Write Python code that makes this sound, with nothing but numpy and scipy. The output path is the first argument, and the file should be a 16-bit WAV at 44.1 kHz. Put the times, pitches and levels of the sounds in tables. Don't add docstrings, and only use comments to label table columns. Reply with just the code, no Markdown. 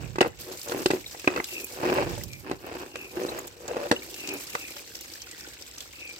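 import sys
import numpy as np
from scipy import signal
from scipy.fft import rfft, irfft, next_fast_len
from scipy.io import wavfile
from scipy.ndimage import uniform_filter1d

SR = 44100
rng = np.random.default_rng(int(sys.argv[2]) if len(sys.argv) > 2 else 0)


def materialize(psi):
    bounded = np.clip(np.atleast_2d(psi).T, -1, 1)
    quanta = np.round(bounded * 32767).astype(np.int16)
    wavfile.write(sys.argv[1], SR, quanta)


N = 272979
TIME = np.arange(N) / SR

# frequency in Hz, gain in dB.
SPLASH_SPECTRUM = [(150, 4), (350, 6), (800, 0.5), (1300, -3), (2300, 5), (3300, 1.5), (5000, 2.5),
                   (6500, -1), (8200, 1.5), (9400, -33), (16000, -8)]
SPRAY_SPECTRUM = [(2000, -9.5), (5000, 3), (8200, 2.5), (9800, -3.5), (12500, 2.5), (16000, -4.5)]
# time in seconds, splash level in dB, spray level in dB.
STREAM_LEVELS = [(0.0, -52, -61), (0.37, -54.5, -67), (0.4, -48.5, -48), (0.75, -48.5, -43),
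                 (1.28, -47, -56), (1.46, -48.5, -42.5), (1.78, -50.5, -49), (2.2, -45.5, -51.5),
                 (2.36, -63, -52.5), (2.6, -62, -60.5), (2.72, -50.5, -55), (3.06, -58, -55.5),
                 (3.3, -45.5, -49.5), (3.57, -55.5, -64), (4.0, -47, -50), (4.35, -46.5, -46.5),
                 (5.65, -48.5, -55), (6.19, -48, -57)]


def splash(splash_db, spray_db):
    droplets = patter()
    mist = bursts(impacts(per_s=650, spread_db=3.5), t60_s=0.069)
    water = droplets + from_db(-1) * bubbles()
    spray = rms_one(colour(np.sqrt(mist) * droplets, SPRAY_SPECTRUM))
    return from_db(splash_db) * rms_one(colour(water, SPLASH_SPECTRUM)) + from_db(spray_db) * spray


def patter(band_share=0.29, bands=8):
    common = bursts(impacts(per_s=760, spread_db=6.5), t60_s=0.11)
    tops_hz = np.geomspace(900, 16000, bands + 1)[1:]
    noises, out = [stereo_noise(), stereo_noise()], 0
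    for k, band_hz in enumerate(zip([120, *tops_hz[:-1]], tops_hz)):
        own = bursts(impacts(per_s=330, spread_db=4.5), t60_s=.014)
        hiss = butterworth(noises[k % 2], band_hz, "band")
        out = out + common ** (1 - band_share) * own ** band_share * hiss
    return rms_one(out)


def bubbles(cycles=30, spread_db=4.0, rise=.06, count=4200, size=600):
    when, pitch, strength, pan = rng.random((count, 4)).T[:, :, None]
    hz, age_s = 1100 + 7800 * pitch ** 1.3, TIME[:size]
    life = age_s * hz / cycles
    gain = from_db(spread_db * np.minimum(-np.log(1 - strength), 4)) * np.sqrt(hz)
    envelope = gain * np.exp(-np.log(1000) * life)
    phase = 2 * np.pi * hz * age_s * (1 + rise * np.minimum(life, 1))
    samples = ((when * N).astype(int) + np.arange(size)).ravel()
    sides = (envelope * np.sin(phase + sign * np.pi * (pan - .5)) for sign in (1, -1))
    return rms_one(np.array([np.bincount(samples, rings.ravel(), N)[:N] for rings in sides]))


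# centre in seconds, half-length in seconds, resonance in Hz, level in dB.
GURGLES = [(1.566, .14, 2627, -31), (2.35, .16, 2354, -42), (3.014, 0.15, 2600, -36),
           (4.28, 0.19, 2590, -30), (4.623, .2, 2564, -34.5), (5.393, 0.28, 1850, -43.5),
           (6.053, 0.15, 2500, -34)]


def hollows(skirt_hz=170, core_hz=55, core_db=-1, sag_hz_per_s=1700, edge_db=-32):
    inflow = bursts(impacts(per_s=900, spread_db=2.5), t60_s=.005)
    drive = inflow * (stereo_noise() + 1j * stereo_noise())
    skirt, core = butterworth(drive, skirt_hz), butterworth(drive, core_hz)
    band = skirt / np.std(skirt) + from_db(core_db) * core[0] / np.std(core)
    out = np.zeros((2, N))
    for centre_s, half_s, hz, db in GURGLES:
        t = np.arange(-half_s, half_s, 1 / SR)
        swell = from_db(edge_db * (t / half_s) ** 2)
        ring = np.exp(2j * np.pi * np.cumsum(hz - sag_hz_per_s * t) / SR)
        add(out, centre_s - half_s, piece(band, centre_s - half_s, swell * ring).real, db)
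    return out


# frequency in Hz, gain in dB, t60 in seconds.
BODY_MODES = [(240, -10.5, 0.063), (300, 4.5, 0.05), (363.6, 3.5, 0.051), (480, 2, 0.048), (568, 1, 0.1),
              (763, -7, 0.014)]
PANEL_MODES = [(815, 5.5, 0.008), (1245, 4.5, 0.007), (1610, 4.5, 0.018), (1998, 8, 0.019),
               (2594, 4.5, 0.018)]


def body_answer(force, centre_hz, reach_octaves, spill):
    shares = np.array([from_db(db) * (spill + nearness(hz, centre_hz, reach_octaves))
                       for hz, db, _ in BODY_MODES])
    shares /= np.sqrt(np.sum(shares ** 2, axis=0))
    rings = (rms_one(resonate(force, [mode])) for mode in BODY_MODES)
    return rms_one(sum(share * ring for share, ring in zip(shares, rings)))


def panel_answer(force):
    return rms_one(resonate(force, PANEL_MODES))


# frequency in Hz, gain in dB.
CRACK_SPECTRUM = [(1000, -15), (3000, 2.5), (4800, 1), (6300, -5.5), (8300, -3.5), (9400, -20.5),
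                  (12500, -14.5), (16000, -35)]
# start in seconds, thump, clack and crack levels in dB,
# body centre in Hz, struck panel pitch in Hz.
TOY_KNOCKS = [(0.157, -40.5, -39, -48, 356, 1290), (0.184, -27.5, -30.5, -43, 400, 900),
              (0.207, -26.5, -20, -31.5, 373, 2900), (0.212, -15.5, -22.5, -27.5, 413, 790),
              (0.227, -32, -28, -47, 400, 2670), (0.2471, -33, -33, -64, 470, 810),
              (0.26, -31, -35, -55, 442, 800), (0.695, -36, -48, -41.5, 424, 2660),
              (0.719, -34, -34, -39.5, 446, 1400), (0.859, -18.5, -25, -25.5, 370, 2710),
              (0.9042, -23.5, -29, -36, 362, 810), (0.911, -25, -31, -37, 370, 2580),
              (0.935, -25, -45, -50, 372, 800), (1.147, -49.5, -43.5, -59, 470, 720),
              (1.2438, -41, -41, -70, 407, 1650), (1.275, -19, -17.5, -34.5, 327, 2520),
              (1.361, -36, -31, -40.5, 485, 1060), (1.375, -36, -32.5, -60, 510, 1390),
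              (1.4, -35, -29.5, -62, 343, 2080), (1.833, -28, -45, -77, 400, 1100),
              (1.92, -25, -46, -58, 380, 910), (1.984, -23.5, -30, -60, 586, 840),
              (2.178, -41, -46, -64, 540, 820), (2.513, -28.5, -36, -42.5, 328, 780),
              (2.956, -41, -38.5, -42, 506, 2420), (3.385, -44.5, -40, -56, 455, 1030),
              (3.767, -28, -40, -49, 510, 790), (3.9132, -19.5, -21, -25.5, 259, 1760),
              (3.923, -22.5, -38, -40, 508, 796), (4.551, -36.5, -28, -39.5, 507, 1330),
              (4.765, -51, -44, -58, 550, 3350)]


def knocks():
    out, noise = np.zeros((2, N)), stereo_noise()
    bright = colour(noise, CRACK_SPECTRUM)
    push = blow(t60_s=0.00074, rise_s=0.00013)
    rocking = rms_one(resonate(push, [(157, 0, 0.043)]))
    snap = blow(t60_s=.02, rise_s=.0004)
    contact = snap + from_db(-11) * blow(t60_s=.035, rise_s=.002)
    for s, thump_db, clack_db, crack_db, centre_hz, panel_hz in TOY_KNOCKS:
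        body = body_answer(push, centre_hz, reach_octaves=0.11, spill=0.12)
        thump = rms_one(body * blow(t60_s=1.0, rise_s=0.00013))
        chatter = panel_answer(piece(noise, s, contact))
        tone = np.sin(2 * np.pi * panel_hz * TIME[:len(push)])
        struck_panel = rms_one(tone * blow(t60_s=0.018, rise_s=0.00014))
        add(out, s, thump + from_db(-21) * rocking, thump_db)
        add(out, s, chatter + from_db(-1.5) * struck_panel, clack_db)
        add(out, s + .0005, piece(bright, s, contact), crack_db)
    return out


# frequency in Hz, gain in dB.
GRIT_SPECTRUM = [(300, 0.5), (700, 6), (1900, -1.5), (2700, -1), (3400, -14), (5000, -11), (8200, -38),
                 (9500, -70), (16000, -25)]
# time of full pressure, attack, hold and release in seconds,
# body and grit levels in dB, body centre in Hz.
HAND_STROKES = [(-0.002, 0.055, 0.036, 0.19, -63, -45, 330), (0.254, 0.048, 0.021, .03, -33, -47, 400),
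                (0.497, 0.13, 0.036, 0.086, -41.5, -48, 433), (0.662, 0.012, 0.1, .05, -41.5, -42, 435),
                (0.734, 0.078, 0.097, 0.019, -35, -41, 316), (0.933, 0.044, 0.032, .05, -34, -44, 358),
                (1.288, 0.017, .11, 0.062, -39, -37.5, 373), (1.55, 0.087, 0.091, 0.04, -45.5, -66, 380),
                (1.859, 0.14, 0.14, 0.22, -30.5, -29, 406), (2.083, 0.062, 0.034, 0.71, -53, -61, 380),
                (2.479, 0.073, 0.048, 0.068, -39.5, -39.5, 328), (2.666, 0.11, .17, 0.12, -44, -41, 378),
                (2.942, 0.11, 0.11, 0.11, -50, -53.5, 355), (3.176, 0.092, 0.083, 0.15, -35, -41.5, 404),
                (3.324, 0.056, 0.035, 0.21, -38.5, -40, 406), (3.71, 0.17, 0.027, 0.092, -35.5, -40, 473),
                (3.772, 0.066, 0.096, 0.035, -32.5, -40, 540), (3.9, 0.067, 0.015, 0.52, -43, -55, 375),
                (4.314, 0.18, 0.025, 0.11, -38.5, -41.5, 330)]


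def rubbing(groan_db=-1):
    effort = np.array([pressure(*row[:4]) for row in HAND_STROKES]) ** 2
    body_db, grit_db, stroke_hz = np.transpose(HAND_STROKES)[4:]
    centre_hz = stroke_hz @ effort / effort.sum(axis=0)
    body_gain, grit_gain = np.sqrt(from_db([body_db, grit_db]) ** 2 @ effort)
    slips = bursts(impacts(per_s=800, spread_db=2.6), t60_s=.008) * stereo_noise()
    body = body_answer(slips, centre_hz, reach_octaves=0.22, spill=0.031)
    grit = rms_one(panel_answer(slips) + from_db(15) * rms_one(colour(slips, GRIT_SPECTRUM)))
    return body_gain * body + grit_gain * grit + from_db(groan_db) * groan(slips, body_gain, centre_hz)


def pressure(full_s, attack_s, hold_s, release_s, ramp_db=24.5):
    slack = np.maximum((full_s - TIME) / attack_s, (TIME - full_s - hold_s) / release_s)
    return from_db(-ramp_db * np.clip(slack, 0, 10))


def groan(slips, gain, centre_hz, lock_db=-28):
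    mode = BODY_MODES[2]
    ring = resonate(slips[0], [mode])
    even_ring = ring / np.sqrt(uniform_filter1d(ring ** 2, size=500) + 1e-12)
    firmness = np.tanh(gain / from_db(lock_db))
    return gain * firmness * nearness(mode[0], centre_hz, reach_octaves=0.25) * even_ring


# start in seconds, level in dB, pitch in Hz.
FAT_DROPS = [(0.5724, -44, 7450), (0.614, -41.5, 5160), (0.6838, -40.5, 6700), (1.1958, -41.5, 2580),
             (1.4419, -35, 3560), (2.2353, -41, 5640), (2.3316, -43.5, 2360), (3.477, -46, 8400),
             (3.679, -39, 6950), (4.1419, -40, 2620), (4.2734, -37.5, 2600), (4.289, -36.5, 2650),
             (4.952, -39.5, 5650), (5.008, -47, 6400), (5.136, -43, 4770), (5.218, -41, 5950),
             (5.3117, -43.5, 7950), (5.4072, -44, 5370), (5.6222, -43.5, 5350), (5.7813, -42, 5900),
             (5.8046, -39.5, 3380)]


def drops(cycles=22):
    out = np.zeros((2, N))
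    noise = colour(stereo_noise(), [(1000, -13), (5000, 1.5), (8200, -0.5), (9500, -13), (13000, -12)])
    spreading = blow(t60_s=.028, rise_s=.0006)
    for s, db, hz in FAT_DROPS:
        slap = piece(noise, s, spreading)
        add(out, s, slap + resonate(slap, [(hz, 8, cycles / hz)]), db)
    return out


# start in seconds, level in dB, starting pitch in Hz.
BUBBLE_PLINKS = [(1.062, -39, 3680), (3.235, -47, 5920), (3.289, -38, 3850), (3.391, -41, 6800),
                 (3.963, -35, 2780), (4.021, -44, 2220), (5.206, -51, 3060), (5.241, -50, 2500),
                 (5.447, -49, 1440)]


def plinks(cycles=42, rise=0.13, size=2000):
    out, age_s = np.zeros((2, N)), TIME[:size]
    for s, db, hz in BUBBLE_PLINKS:
        life = age_s * hz / cycles
        tone = np.sin(2 * np.pi * hz * age_s * (1 + rise * np.minimum(life, 1) / 2))
        add(out, s, tone * blow(t60_s=2 * cycles / hz, rise_s=0.0012, size=size), db)
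    return out


# frequency in Hz, gain in dB.
FLICK_SPECTRUM = [(3000, -39), (7000, 7), (9500, -3), (13000, 7), (16000, 1.5)]
# start in seconds, level in dB.
HAND_FLICKS = [(0.276, -50), (0.41, -46), (0.656, -53), (0.845, -49), (1.644, -35.5), (1.9395, -42),
               (2.236, -40.5), (2.397, -55), (2.664, -51), (3.388, -42), (3.471, -43.5), (4.1425, -52),
               (4.337, -40), (4.704, -47), (5.009, -43.5)]


def flicks(left_db=-2):
    out = np.zeros((2, N))
    noise = colour(rng.standard_normal((2, SR)), FLICK_SPECTRUM) * from_db([[left_db], [0]])
    tick = blow(t60_s=0.03, rise_s=0.00062)
    for s, db in HAND_FLICKS:
        add(out, s, piece(noise, s, tick), db)
    return out


def drumming(splash_db, relative_db=-9):
    beats = bursts(impacts(per_s=130, spread_db=3.5), t60_s=0.004) * stereo_noise()
    return from_db(splash_db + relative_db) * rms_one(resonate(beats, BODY_MODES))


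# frequency in Hz, gain in dB.
GUST_SPECTRUM = [(20, -23), (38, -3), (58, -1.5), (130, 4.5), (220, -9.5), (500, -14.5), (2000, -67)]
RUMBLE_SPECTRUM = [(20, -24), (38, -21), (56, 7), (110, -1.5), (250, -19), (1000, -16), (4000, -65)]
# peak time in seconds, peak level on the right in dB.
WIND_GUSTS = [(0.0, -32.5), (0.22, -56), (0.87, -48), (2.11, -30.5), (3.25, -54)]


def wind(rise_db_per_s=104, fall_db_per_s=53, breeze_db=-62.5, left_db=-12, rumble_db=-61):
    strength = from_db(breeze_db)
    for s, db in WIND_GUSTS:
        below_peak_db = np.maximum(rise_db_per_s * (s - TIME), fall_db_per_s * (TIME - s))
        strength = strength + from_db(db - below_peak_db)
    gusts = strength * rms_one(colour(stereo_noise(), GUST_SPECTRUM)) * from_db([[left_db], [0]])
    return gusts + from_db(rumble_db) * rms_one(colour(stereo_noise(), RUMBLE_SPECTRUM))


def yard(x, t60_s=0.22, wet_db=-17, size=12000):
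    echo = blow(t60_s, rise_s=.005, size=size) * rng.standard_normal((2, size))
    echo /= np.sqrt(np.sum(echo ** 2, axis=1, keepdims=True))
    return x + from_db(wet_db) * signal.fftconvolve(x, echo, axes=1)[:, :N]


# frequency in Hz, correlation (clipped to 0-1 in use).
MIC_CORRELATION = [(60, 1), (250, 0.5), (450, 1.5), (700, 0.88), (2500, -0.58), (6000, -0.3), (14000, 0.7)]


def stereo_noise():
    size = next_fast_len(N)
    alike = np.clip(at_bins(MIC_CORRELATION, size), 0, 1)
    mid, side = rfft(rng.standard_normal((2, size)))
    return irfft(np.sqrt(1 + alike) * mid + np.sqrt(1 - alike) * side * [[1], [-1]], size)[:, :N]


def from_db(db):
    return 10 ** (np.asarray(db) / 20)


def rms_one(x):
    return x / np.sqrt(np.mean(x ** 2) + 1e-20)


def in_time(rows):
    s, *columns = np.transpose(rows)
    return [np.interp(TIME, s, column) for column in columns]


def at_bins(points, size):
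    hz, value = np.transpose(points)
    return np.interp(np.log(np.fft.rfftfreq(size, 1 / SR) + 1), np.log(hz), value)


def colour(x, spectrum):
    size = next_fast_len(x.shape[-1])
    return irfft(rfft(x, size) * from_db(at_bins(spectrum, size)), size)[..., :x.shape[-1]]


def butterworth(x, hz, kind="low", order=2):
    return signal.sosfilt(signal.butter(order, hz, kind, fs=SR, output="sos"), x)


def nearness(hz, centre_hz, reach_octaves):
    return np.exp(-.5 * (np.log2(hz / centre_hz) / reach_octaves) ** 2)


def resonate(x, modes):
    out = 0
    for k, (hz, db, t60_s) in enumerate(modes):
        radius = from_db(-60 / (t60_s * SR))
        zeros = np.array([1, 0, -1]) * (1 - radius ** 2) / 2
        poles = [1, -2 * radius * np.cos(2 * np.pi * hz / SR), radius ** 2]
        out = out + (-1) ** k * from_db(db) * signal.lfilter(zeros, poles, x + 1e-18)
    return out


def impacts(per_s, spread_db):
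    sizes = from_db(spread_db * np.minimum(rng.exponential(1, N), 4))
    return sizes * (rng.random(N) < per_s / SR)


def bursts(hits, t60_s):
    power_decay = from_db(-120 / (t60_s * SR))
    return rms_one(np.sqrt(signal.lfilter([1], [1, -power_decay], hits ** 2 + 1e-18)))


def blow(t60_s, rise_s, size=6000):
    age_s = TIME[:size]
    return (1 - np.exp(-age_s / rise_s)) * np.exp(-np.log(1000) * age_s / t60_s)


def piece(noise, start_s, envelope):
    return np.take(noise, round(start_s * SR) + np.arange(len(envelope)), axis=1, mode="wrap") * envelope


def add(out, start_s, sound, db):
    at = round(start_s * SR)
    sound = sound / np.sqrt(np.mean(np.sum(sound ** 2, axis=-1)) / (.02 * SR))
    out[:, at:at + sound.shape[-1]] += from_db(db) * sound[..., :N - at]


def lag_left(x, delays):
    size = next_fast_len(N + 100)
    phase_shift = np.exp(-2j * np.pi * np.fft.rfftfreq(size, 1 / SR) * at_bins(delays, size))
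    return np.array([irfft(rfft(x[0], size) * phase_shift, size)[:N], x[1]])


# frequency in Hz, delay in seconds.
WATER_DELAYS = [(300, 0.0003), (2000, 0.00015)]
TOY_DELAYS = [(380, 0.000014), (560, 0.0002), (1200, 0.00042), (2000, 0.000442)]


def scene():
    splash_db, spray_db = in_time(STREAM_LEVELS)
    water = splash(splash_db, spray_db) + drops() + flicks() + plinks() + hollows()
    toy = knocks() + rubbing() + drumming(splash_db)
    return yard(lag_left(water, WATER_DELAYS) + lag_left(toy, TOY_DELAYS)) + wind()


# frequency in Hz, left minus right in dB.
MIC_BALANCE = [(250, -1.5), (500, 2.5), (900, -4), (1500, -3.5), (2600, 2), (5000, 0.5), (7000, 2),
               (9000, -6), (14000, -7.5)]


def record(dry, ceiling=0.91, low_cut_hz=47, high_cut_hz=15900):
    left = colour(dry[0], [(hz, db / 2) for hz, db in MIC_BALANCE])
    right = colour(dry[1], [(hz, -db / 2) for hz, db in MIC_BALANCE])
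    rounded = ceiling * np.tanh(np.array([left, right]) / ceiling)
    bass_cut = butterworth(rounded, low_cut_hz, "high", order=4)
    return signal.sosfilt(signal.ellip(10, .2, 80, high_cut_hz, fs=SR, output="sos"), bass_cut)


dry = scene()
out = record(dry)
materialize(out)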